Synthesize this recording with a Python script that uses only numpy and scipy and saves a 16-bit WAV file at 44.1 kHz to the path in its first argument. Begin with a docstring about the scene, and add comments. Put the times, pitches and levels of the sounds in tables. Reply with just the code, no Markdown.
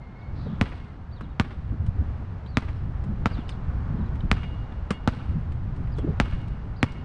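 """Dribbling on an outdoor court

A player walks along, bouncing a basketball on hard ground. Each bounce cracks, thumps and leaves
the air in the ball ringing; fences and walls answer it. Shoes tick and scuff, wind buffets the
microphone, and a small bird chirps over distant traffic and a few faint squeals."""
import sys
import numpy as np
from scipy import signal
from scipy.fft import rfft, irfft
from scipy.io import wavfile
from scipy.ndimage import uniform_filter1d

SR = 44100
rng = np.random.default_rng(int(sys.argv[2]) if len(sys.argv) > 2 else 0)


def dump_mix(stems):
    """Bounce the given channels to the path in sys.argv[1] as a 16-bit WAV at rate SR."""
    frames = np.atleast_2d(stems).T  # one column per channel
    limited = np.clip(frames, -1, 1)  # hard clip at full scale
    pcm = np.round(limited * 32767).astype(np.int16)
    wavfile.write(sys.argv[1], SR, pcm)


N = 310464
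T = np.arange(N) / SR  # seconds since the scene began
AGE = T[:SR]  # seconds since one short sound began


def undb(db):
    """Turn decibels into a number to multiply by."""
    return 10 ** (np.asarray(db) / 20)


def unit(x):
    """Scale a sound to an average (rms) size of 1."""
    return x / np.sqrt(np.mean(x ** 2))


def fade(t60):
    """A one-second fade that drops 60 dB every t60 seconds."""
    return np.exp(-np.log(1000) * AGE / t60)


def gate(t, length, attack, release):
    """Fade in, hold, fade out."""
    return np.clip(np.minimum(t / attack, (length - t) / release), 0, 1)


def ring(hz, db, t60):
    """The dying tone of something struck."""
    return undb(db) * fade(t60) * np.sin(2 * np.pi * hz * AGE)


def add(out, start, x):
    """Mix x into out, beginning at start seconds."""
    i = max(int(round(start * SR)), 0)
    out[i:i + len(x)] += x[:len(out) - i]


def drift(rate):
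    """A smooth random wander of size about 1, with about rate new values a second."""
    hold = int(SR / rate)
    steps = np.repeat(rng.standard_normal(N // hold + 1), hold)
    return unit(uniform_filter1d(uniform_filter1d(steps, hold), hold)[:N])


def response(colour, size, treble_db=0, shelf_hz=2200):
    """The gain at each frequency, from a colour (f/Hz, level/dB) and a treble boost or cut."""
    hz = np.maximum(np.arange(size // 2 + 1) * SR / size, 1)
    colour_hz, colour_db = np.transpose(colour)
    db = np.interp(np.log(hz), np.log(colour_hz), colour_db)
    treble_share = 1 - 1 / (1 + (hz / shelf_hz) ** 4)
    return undb(db + treble_db * treble_share)


def noise(colour):
    """Steady noise of this colour, as long as the scene."""
    return unit(irfft(rfft(rng.standard_normal(N)) * response(colour, N), N))


def swell(length, start_hz, end_hz, width_hz):
    """A band of noise that rises and falls while it glides from start_hz to end_hz."""
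    size = int(length * SR)
    lowpass = signal.butter(2, width_hz / 2, fs=SR, output="sos")
    slow = signal.sosfilt(lowpass, rng.standard_normal((2, SR)))[:, -size:]
    phase = 2 * np.pi * np.cumsum(np.linspace(start_hz, end_hz, size)) / SR
    return unit(np.hanning(size) * (slow[0] * np.cos(phase) + slow[1] * np.sin(phase)))


def click(colour, treble_db=0):
    """The sharpest click that has this colour."""
    cepstrum = irfft(np.log(response(colour, SR, treble_db)))
    # folding the second half onto the first packs the energy at the start
    cepstrum[1:SR // 2] *= 2
    cepstrum[SR // 2 + 1:] = 0
    return irfft(np.exp(rfft(cepstrum)))


def burst(colour, envelope, treble_db=0, grain_db=0):
    """A crowd of tiny clicks whose level follows the envelope; grain makes them clump."""
    pulse = click(colour, treble_db)[:1024] / np.sqrt(np.mean(response(colour, SR) ** 2))
    clumps = np.repeat(undb(grain_db * rng.standard_normal(SR // 63)), 63)
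    hits = unit(rng.standard_normal(SR) * clumps) * envelope
    return signal.fftconvolve(hits, pulse)[:SR]


# how strong the wind is: t/s, level/dB
WIND_STRENGTH = [(0.0, -44), (0.19, -45.5), (0.33, -35.5), (0.51, -34), (0.8, -45.5), (1.45, -38.5),
                 (1.82, -30), (2.06, -32), (2.39, -38), (2.96, -31), (3.43, -34.5), (4.08, -28),
                 (4.61, -34.5), (4.88, -40), (5.18, -33.5), (5.49, -29.5), (6.12, -29.5), (7.04, -38)]
# colour of big swirls of air: f/Hz, level/dB
RUMBLE_COLOUR = [(15, -3.5), (30, -1), (45, 3.5), (80, 3.5), (120, -2), (170, -10), (250, -23),
                 (400, -42.5), (800, -86)]
# colour of small swirls: f/Hz, level/dB
FLUTTER_COLOUR = [(60, -5), (130, 6), (200, 0.5), (280, -4), (400, -14.5), (600, -24.5), (1200, -63.5)]
# sharp gusts: middle t/s, length/s, centre f/Hz, level/dB
GUSTS = [(0.471, 0.024, 432, -40.5), (0.468, 0.039, 184.5, -33.5), (0.491, 0.28, 163.4, -38),
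         (0.524, .06, 167, -34), (1.729, 0.066, 229, -38), (1.802, 0.051, 98.6, -31.5),
         (1.885, 0.045, 109, -29), (1.997, 0.051, 66.5, -20.5), (3.102, 0.14, 159.7, -32.5),
         (3.39, 0.026, 215, -33), (3.98, 0.32, 169.9, -33), (4.245, 0.065, 198, -34.5),
         (5.349, 0.12, 169, -29.5), (5.541, 0.22, 105.6, -36), (5.994, 0.031, 428, -38),
         (6.048, 0.052, 258, -30), (6.091, 0.077, 358, -35.5), (6.096, 0.14, 147.8, -29)]


def wind():
    """Big swirls of air rumble on the microphone, small ones flutter, and a few gusts hit harder."""
    strength_db = np.interp(T, *np.transpose(WIND_STRENGTH))
    breeze_db = -35
    flutter_db = -42 + 0.39 * (strength_db - breeze_db)  # grows more slowly than the rumble
    out = noise(RUMBLE_COLOUR) * undb(strength_db + 3 + 2 * drift(25))
    out += noise(FLUTTER_COLOUR) * undb(flutter_db + 2.3 * drift(40))
    for middle, length, hz, db in GUSTS:
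        add(out, middle - length / 2, undb(db) * swell(length, hz, hz, width_hz=0.55 * hz))
    return out


# how loud the far roads are: t/s, level/dB
TRAFFIC_LEVEL = [(0.0, -54), (0.59, -49), (0.98, -54), (1.41, -52.5), (1.61, -51.5), (2.03, -49),
                 (2.6, -51), (3.17, -49), (3.76, -48), (4.53, -49), (6.0, -49), (6.2, -47), (6.35, -49.5),
                 (7.04, -50.5)]
# colour of the far roads: f/Hz, level/dB
TRAFFIC_COLOUR = [(240, -13.5), (400, -2), (601, -4), (757, -2.5), (1410, -7), (2470, -19.5), (2870, -21.5),
                  (3030, -23.5), (3370, -25), (4670, -30.5), (8970, -47.5), (10300, -76), (13400, -85),
                  (22000, -120)]
# a car beyond the fence: middle t/s, length/s, centre f/Hz, width/Hz, level/dB
PASSING_CAR = (4, .9, 1100, 901, -57.5)


def traffic():
    """Far roads blend into a slowly swelling wash; the tyres of one nearer car hiss by."""
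    level_db = np.interp(T, *np.transpose(TRAFFIC_LEVEL)) + 0.04
    out = noise(TRAFFIC_COLOUR) * undb(level_db + 0.5 * drift(7.3))
    middle, length, hz, width_hz, car_db = PASSING_CAR
    add(out, middle - length / 2, undb(car_db) * swell(length, hz, hz, width_hz))
    return out


# gliding squeals: t/s, length/s, start f/Hz, end f/Hz, level/dB
SQUEALS = [(0, 0.16, 2105, 2144, -59.5), (.14, .21, 2165, 2200, -60.5), (0.72, .22, 2240, 2050, -62)]


def squeals():
    """Faint wavering tones, like far brakes, each with a softer tone an octave up."""
    out = np.zeros(N)
    for start, length, start_hz, end_hz, db in SQUEALS:
        t = AGE[:int(length * SR)]
        hz = np.linspace(start_hz, end_hz, len(t)) * (1 + 0.011 * drift(220)[:len(t)])
        phase = 2 * np.pi * np.cumsum(hz) / SR
        flicker_db = 3 * drift(64)[:len(t)]
        level = gate(t, length, attack=0.015, release=0.06) * undb(db + flicker_db)
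        add(out, start, level * (np.sin(phase) + undb(-18) * np.sin(2 * phase)))
    return out


# bird calls, each a scaled copy of one basic chirp: t/s, level/dB, pitch/ratio, length/ratio
CHIRPS = [(.18, -63, 1.04, 0.62), (1.111, -54.5, 0.96, 1.2), (1.216, -56, 0.85, 0.72),
          (1.29, -65, 0.79, 0.97), (2.461, -55, 0.96, 1.9), (2.76, -65, 1.13, 0.6),
          (3.311, -48.5, 1.04, 0.71), (3.365, -55, 0.76, 0.96), (3.48, -48.5, 1.09, 0.67),
          (3.970, -63, .88, 1.1), (4.037, -62, 0.85, 0.9), (5.917, -52, 1.03, 0.65),
          (5.972, -51.5, 0.72, 0.81), (6.759, -55, 1.01, 1.2)]


def bird():
    """Each chirp shoots up in pitch, then falls ever faster; distance blurs it."""
    start_hz, peak_hz, end_hz, rise_s, call_s = 3190, 4800, 2764, 0.0088, 0.075  # the basic chirp
    calls = np.zeros(N)
    for start, db, pitch, stretch in CHIRPS:
        t = AGE[:int(call_s * stretch * SR)] / stretch
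        fall = np.maximum(t - rise_s, 0) / (call_s - rise_s)
        arch = np.interp(t, [0, rise_s], [start_hz, peak_hz]) - (peak_hz - end_hz) * fall ** 2
        rasp = 1 + 0.014 * drift(900)[:len(t)]
        phase = 2 * np.pi * np.cumsum(pitch * arch * rasp) / SR
        level = gate(t, call_s, attack=0.0027, release=0.0098) * undb(db + 3 * drift(200)[:len(t)])
        add(calls, start, level * np.sin(phase))
    blur = rng.standard_normal(SR) * fade(t60=0.14)
    blurred = signal.fftconvolve(calls, blur / np.linalg.norm(blur))[:N]
    return undb(-6.5) * calls + undb(-10) * blurred


# shoe drags: t/s, length/s, start f/Hz, end f/Hz, width/Hz, level/dB
SCUFFS = [(0.304, 0.23, 4270, 3910, 1100, -65), (0.418, 0.2, 3650, 3100, 900, -66),
          (5.954, 0.056, 5470, 5550, 7000, -69)]


def scuffs():
    """Soles drag over the paint with a short hiss."""
    out = np.zeros(N)
    for start, length, start_hz, end_hz, width_hz, db in SCUFFS:
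        add(out, start, undb(db) * swell(length, start_hz, end_hz, width_hz))
    return out


# the ways the squashed ball wobbles: f/Hz, level/dB, time to fade 60 dB/s
WOBBLES = [(72, -17.5, 0.086), (109.5, -13.5, 0.07), (224.5, -7, 0.034)]


def thump(gain_db, pitch):
    """The ball squashes and wobbles, each wobble pushing against the one before."""
    squash = 1 - fade(t60=0.014)
    return squash * sum((-1) ** k * ring(hz * pitch, db + gain_db, t60)
                        for k, (hz, db, t60) in enumerate(WOBBLES))


# tones of the air inside the ball: f/Hz, level/dB, time to fade 60 dB/s
AIR_TONES = [(940, -59.5, 0.36), (1530, -61, .3), (2190, -45.5, 0.94), (2370, -67.5, 0.41),
             (2745, -51.5, 0.45), (2850, -45.5, 1.15), (3290, -54, 0.56), (3460, -65.5, 1.2),
             (3700, -64, .6), (4310, -66.5, 0.33), (4460, -62, 0.36)]


def air_ring(swell_s, tilt_db):
    """The air in the ball rings on, swelling and throbbing as spin turns its loud sides to us."""
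    out = np.zeros(SR)
    for hz, db, t60 in AIR_TONES:
        throb_hz = rng.uniform(8, 12)
        throb = 1 - 0.45 * np.cos(2 * np.pi * throb_hz * AGE)
        tilted_db = db + tilt_db * np.log2(hz / 2700)
        out += throb * ring(hz, tilted_db + rng.standard_normal(), t60)
    return out * (1 - np.exp(-(AGE / swell_s) ** 2))


# two walls behind the player: echo delay at the start/s, its growth/(s per s), level/dB
WALLS = [(.041, .002, -17), (.102, .003, -18)]


def wall_echoes(hit, when):
    """Walls send back a duller hit, scattered by a fence, and later as the player walks away."""
    dull = signal.sosfilt(signal.butter(1, [330, 2200], "bandpass", fs=SR, output="sos"), hit)
    build_up = 1 - np.exp(-AGE / 0.004)
    out = np.zeros(SR)
    for delay, growth, db in WALLS:
        scatter = rng.standard_normal(SR) * fade(t60=0.075) * build_up
        echo = signal.fftconvolve(dull, scatter / np.linalg.norm(scatter))[:SR]
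        add(out, delay + growth * when, undb(db) * echo)
    return out


# colour of the sound the court throws back: f/Hz, level/dB
COURT_COLOUR = [(100, 5), (250, 13.5), (500, -11), (1200, -1.5), (2000, -8), (3000, -9.5), (4500, -17),
                (7000, -33), (9000, -29.5), (10500, -46.5), (15000, -52)]


def court_echo():
    """The whole court answers with a fading wash, with small ticks from the fence posts."""
    return burst(COURT_COLOUR, fade(t60=1.0) * (1 - fade(t60=0.049)), grain_db=3)


# colour of rubber slapping the ground: f/Hz, level/dB
CRACK_COLOUR = [(100, -41.5), (400, 4), (800, -5), (1500, 4), (2300, -3), (3200, -13.5), (4500, -18),
                (7000, -27.5), (8800, -33.5), (10500, -33.5), (15000, -110)]
# colour of the ball's shell buzzing while pressed flat: f/Hz, level/dB
SHELL_COLOUR = [(120, -25), (300, 3.5), (450, 8), (650, 2.5), (1200, 4.5), (1800, -13.5), (3000, -13),
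                (10000, -38.5)]
# bounces, each level relative to that part's own: t/s, crack/dB, thump/dB, thump pitch/ratio,
# treble/dB, shell ring f/Hz, level/dB, second ring f/Hz, level/dB, smack f/Hz, level/dB, buzz/dB,
# air ring/dB, its tilt/(dB per octave), its swell/s, walls/dB, court/dB
BOUNCES = [(0.6127, -3.5, 3, 0.97, -4, 930, -22.5, 1970, -28, 2190, -6.5, -1, -13, -2, 0.036, 0, 2.5),
           (1.3982, -1.5, 2.5, 0.96, 5, 1480, -25, 1130, -23, 2700, -12, 1, -20.5, -1.5, .04, -3, -2),
           (2.5712, -2, 1, 1.07, 9, 1370, -20.5, 1010, -22, 2120, -15, -5, -14, -3, 0.043, -0.5, -0.5),
           (3.2584, -4, 0.5, 0.95, 1.5, 1320, -15, 995, -21, 1900, -17, 0.5, -9.5, 7, 0.058, -2, -1),
           (4.315, -0.5, 1.5, 0.89, 9.5, 1310, -17.5, 1465, -21, 2370, -6.5, -7, -1, 9, 0.072, -2, 1),
           (5.0758, -1.5, 3, 0.99, -19, 855, -17, 1340, -21, 3300, -14, 1, -11, 4, .05, -2.5, 2.5),
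           (6.2006, -1, 1.5, 1.01, 10, 1330, -16.5, 885, -17, 1800, -8, 1, -5, -3, 0.046, -5.5, 4),
           (6.8296, -2, 2.5, 1.12, -6.5, 860, -22, 1880, -23, 2180, -2.5, 0.5, -7.5, -13, .04, -12, -1)]


def dribble():
    """The ball slaps down, squashes, lifts off and rings on; the walls and court answer."""
    contact_s, lift_off_s = 0.0145, 0.014
    pressed = np.sqrt(np.maximum(1 - AGE / contact_s, 0))
    out = np.zeros(N)
    for (start, crack_db, thump_db, thump_pitch, treble_db, shell_hz, shell_db, second_hz, second_db,
         smack_hz, smack_db, buzz_db, air_db, tilt_db, swell_s, walls_db, court_db) in BOUNCES:
        slap = undb(crack_db + 10.5) * click(CRACK_COLOUR, treble_db)
        smack = ring(smack_hz, smack_db, t60=0.0028)  # air squeezed from under the ball
        shell = ring(shell_hz, shell_db, t60=0.022) + ring(second_hz, second_db, t60=0.022)
        # on the ground, the pebbled skin crunches and the shell buzzes
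        crunch = undb(crack_db - 30) * burst(CRACK_COLOUR, fade(t60=0.074), treble_db=8)
        buzz = undb(buzz_db - 27.5) * burst(SHELL_COLOUR, pressed)
        hit = thump(thump_db, thump_pitch) - slap - smack - shell + crunch + buzz
        # the shell twangs as it lets go
        twang = undb(crack_db - 2) * click(SHELL_COLOUR) + ring(shell_hz, crack_db - 26.5, t60=0.0065)
        add(hit, lift_off_s, -twang)
        echoes = undb(walls_db) * wall_echoes(hit, start) + undb(court_db - 41.5) * court_echo()
        add(out, start, hit + echoes + undb(air_db) * air_ring(swell_s, tilt_db))
    return out


# colour of a tap: f/Hz, level/dB
TAP_COLOUR = [(100, 8), (400, 2), (800, -8.5), (1400, -4), (2500, -9), (4000, -19), (7000, -27),
              (9000, -25.5), (11000, -45), (15000, -58)]
# taps of shoes and hands: t/s, level/dB, knock/dB, treble/dB, f/Hz the clack lies around, clack/dB
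TAPS = [(0.638, -43.5, 5, -12, 430, 19.5), (1.209, -34.5, 6, -6, 1260, 4.5),
        (1.8646, -47, -19, 7.5, 2770, -10), (2.4627, -48, -14, -4, 3700, 3),
        (3.0393, -45.5, -8.5, 4, 2600, -7), (3.492, -43, -11, 15.5, 3420, 13),
        (4.1534, -47, -13, 1.5, 2600, -6), (4.2068, -43, -8, -7, 3530, 3.5),
        (4.7232, -39.5, 5, -12, 3240, -5), (4.9054, -22, 7, 1.5, 483, 7.5),
        (4.9103, -23, -4, -13, 1310, 2.5), (5.2937, -50, -3.5, -5, 2600, 2),
        (5.521, -42, -7, -2, 4400, -19), (5.763, -50, -14, 5, 2110, -1), (5.8732, -41.5, -8, -9, 2240, -2),
        (5.985, -33, -1, -2.5, 440, 7), (6.415, -55, -24, 5, 3500, 2), (6.478, -53, -19, 10, 2200, -3),
        (6.9205, -47.5, -19, 6, 5400, -2)]


def taps():
    """Soles on grit and palms on the ball: a tick, a two-toned clack, a low knock and a faint ring."""
    out = np.zeros(N)
    knock = ring(hz=135, db=0, t60=0.05) - ring(hz=200, db=-2, t60=0.07)
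    tick_fade = fade(t60=0.039) + undb(-14) * fade(t60=0.16)
    for start, db, knock_db, treble_db, clack_hz, clack_db in TAPS:
        tick = burst(TAP_COLOUR, tick_fade, treble_db, grain_db=2)
        clack = ring(clack_hz * 0.86, clack_db - 4, t60=0.026)
        clack -= ring(clack_hz * 1.074, clack_db - 4, t60=0.015)
        ball_ring = undb(11.5) * air_ring(swell_s=0.02, tilt_db=6) * fade(t60=0.9)
        add(out, start, undb(db) * (tick + clack + undb(knock_db) * (knock + ball_ring)))
    return out


def scene():
    """All the sounds meet at one microphone."""
    return (wind() + traffic() + squeals() + bird() + scuffs() + dribble() + taps())[None]


def record(dry):
    """The microphone rounds the sharpest peaks and softens the treble; the very top is cut off."""
    ceiling, soften_hz, top_hz = 0.88, 10000, 15200
    rounded = dry / (1 + (dry / ceiling) ** 4) ** (1 / 4)
    softened = signal.sosfilt(signal.butter(4, soften_hz, fs=SR, output="sos"), rounded)
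    return signal.sosfilt(signal.ellip(8, 0.2, 70, top_hz, fs=SR, output="sos"), softened)


dry = scene()
out = record(dry)
dump_mix(out)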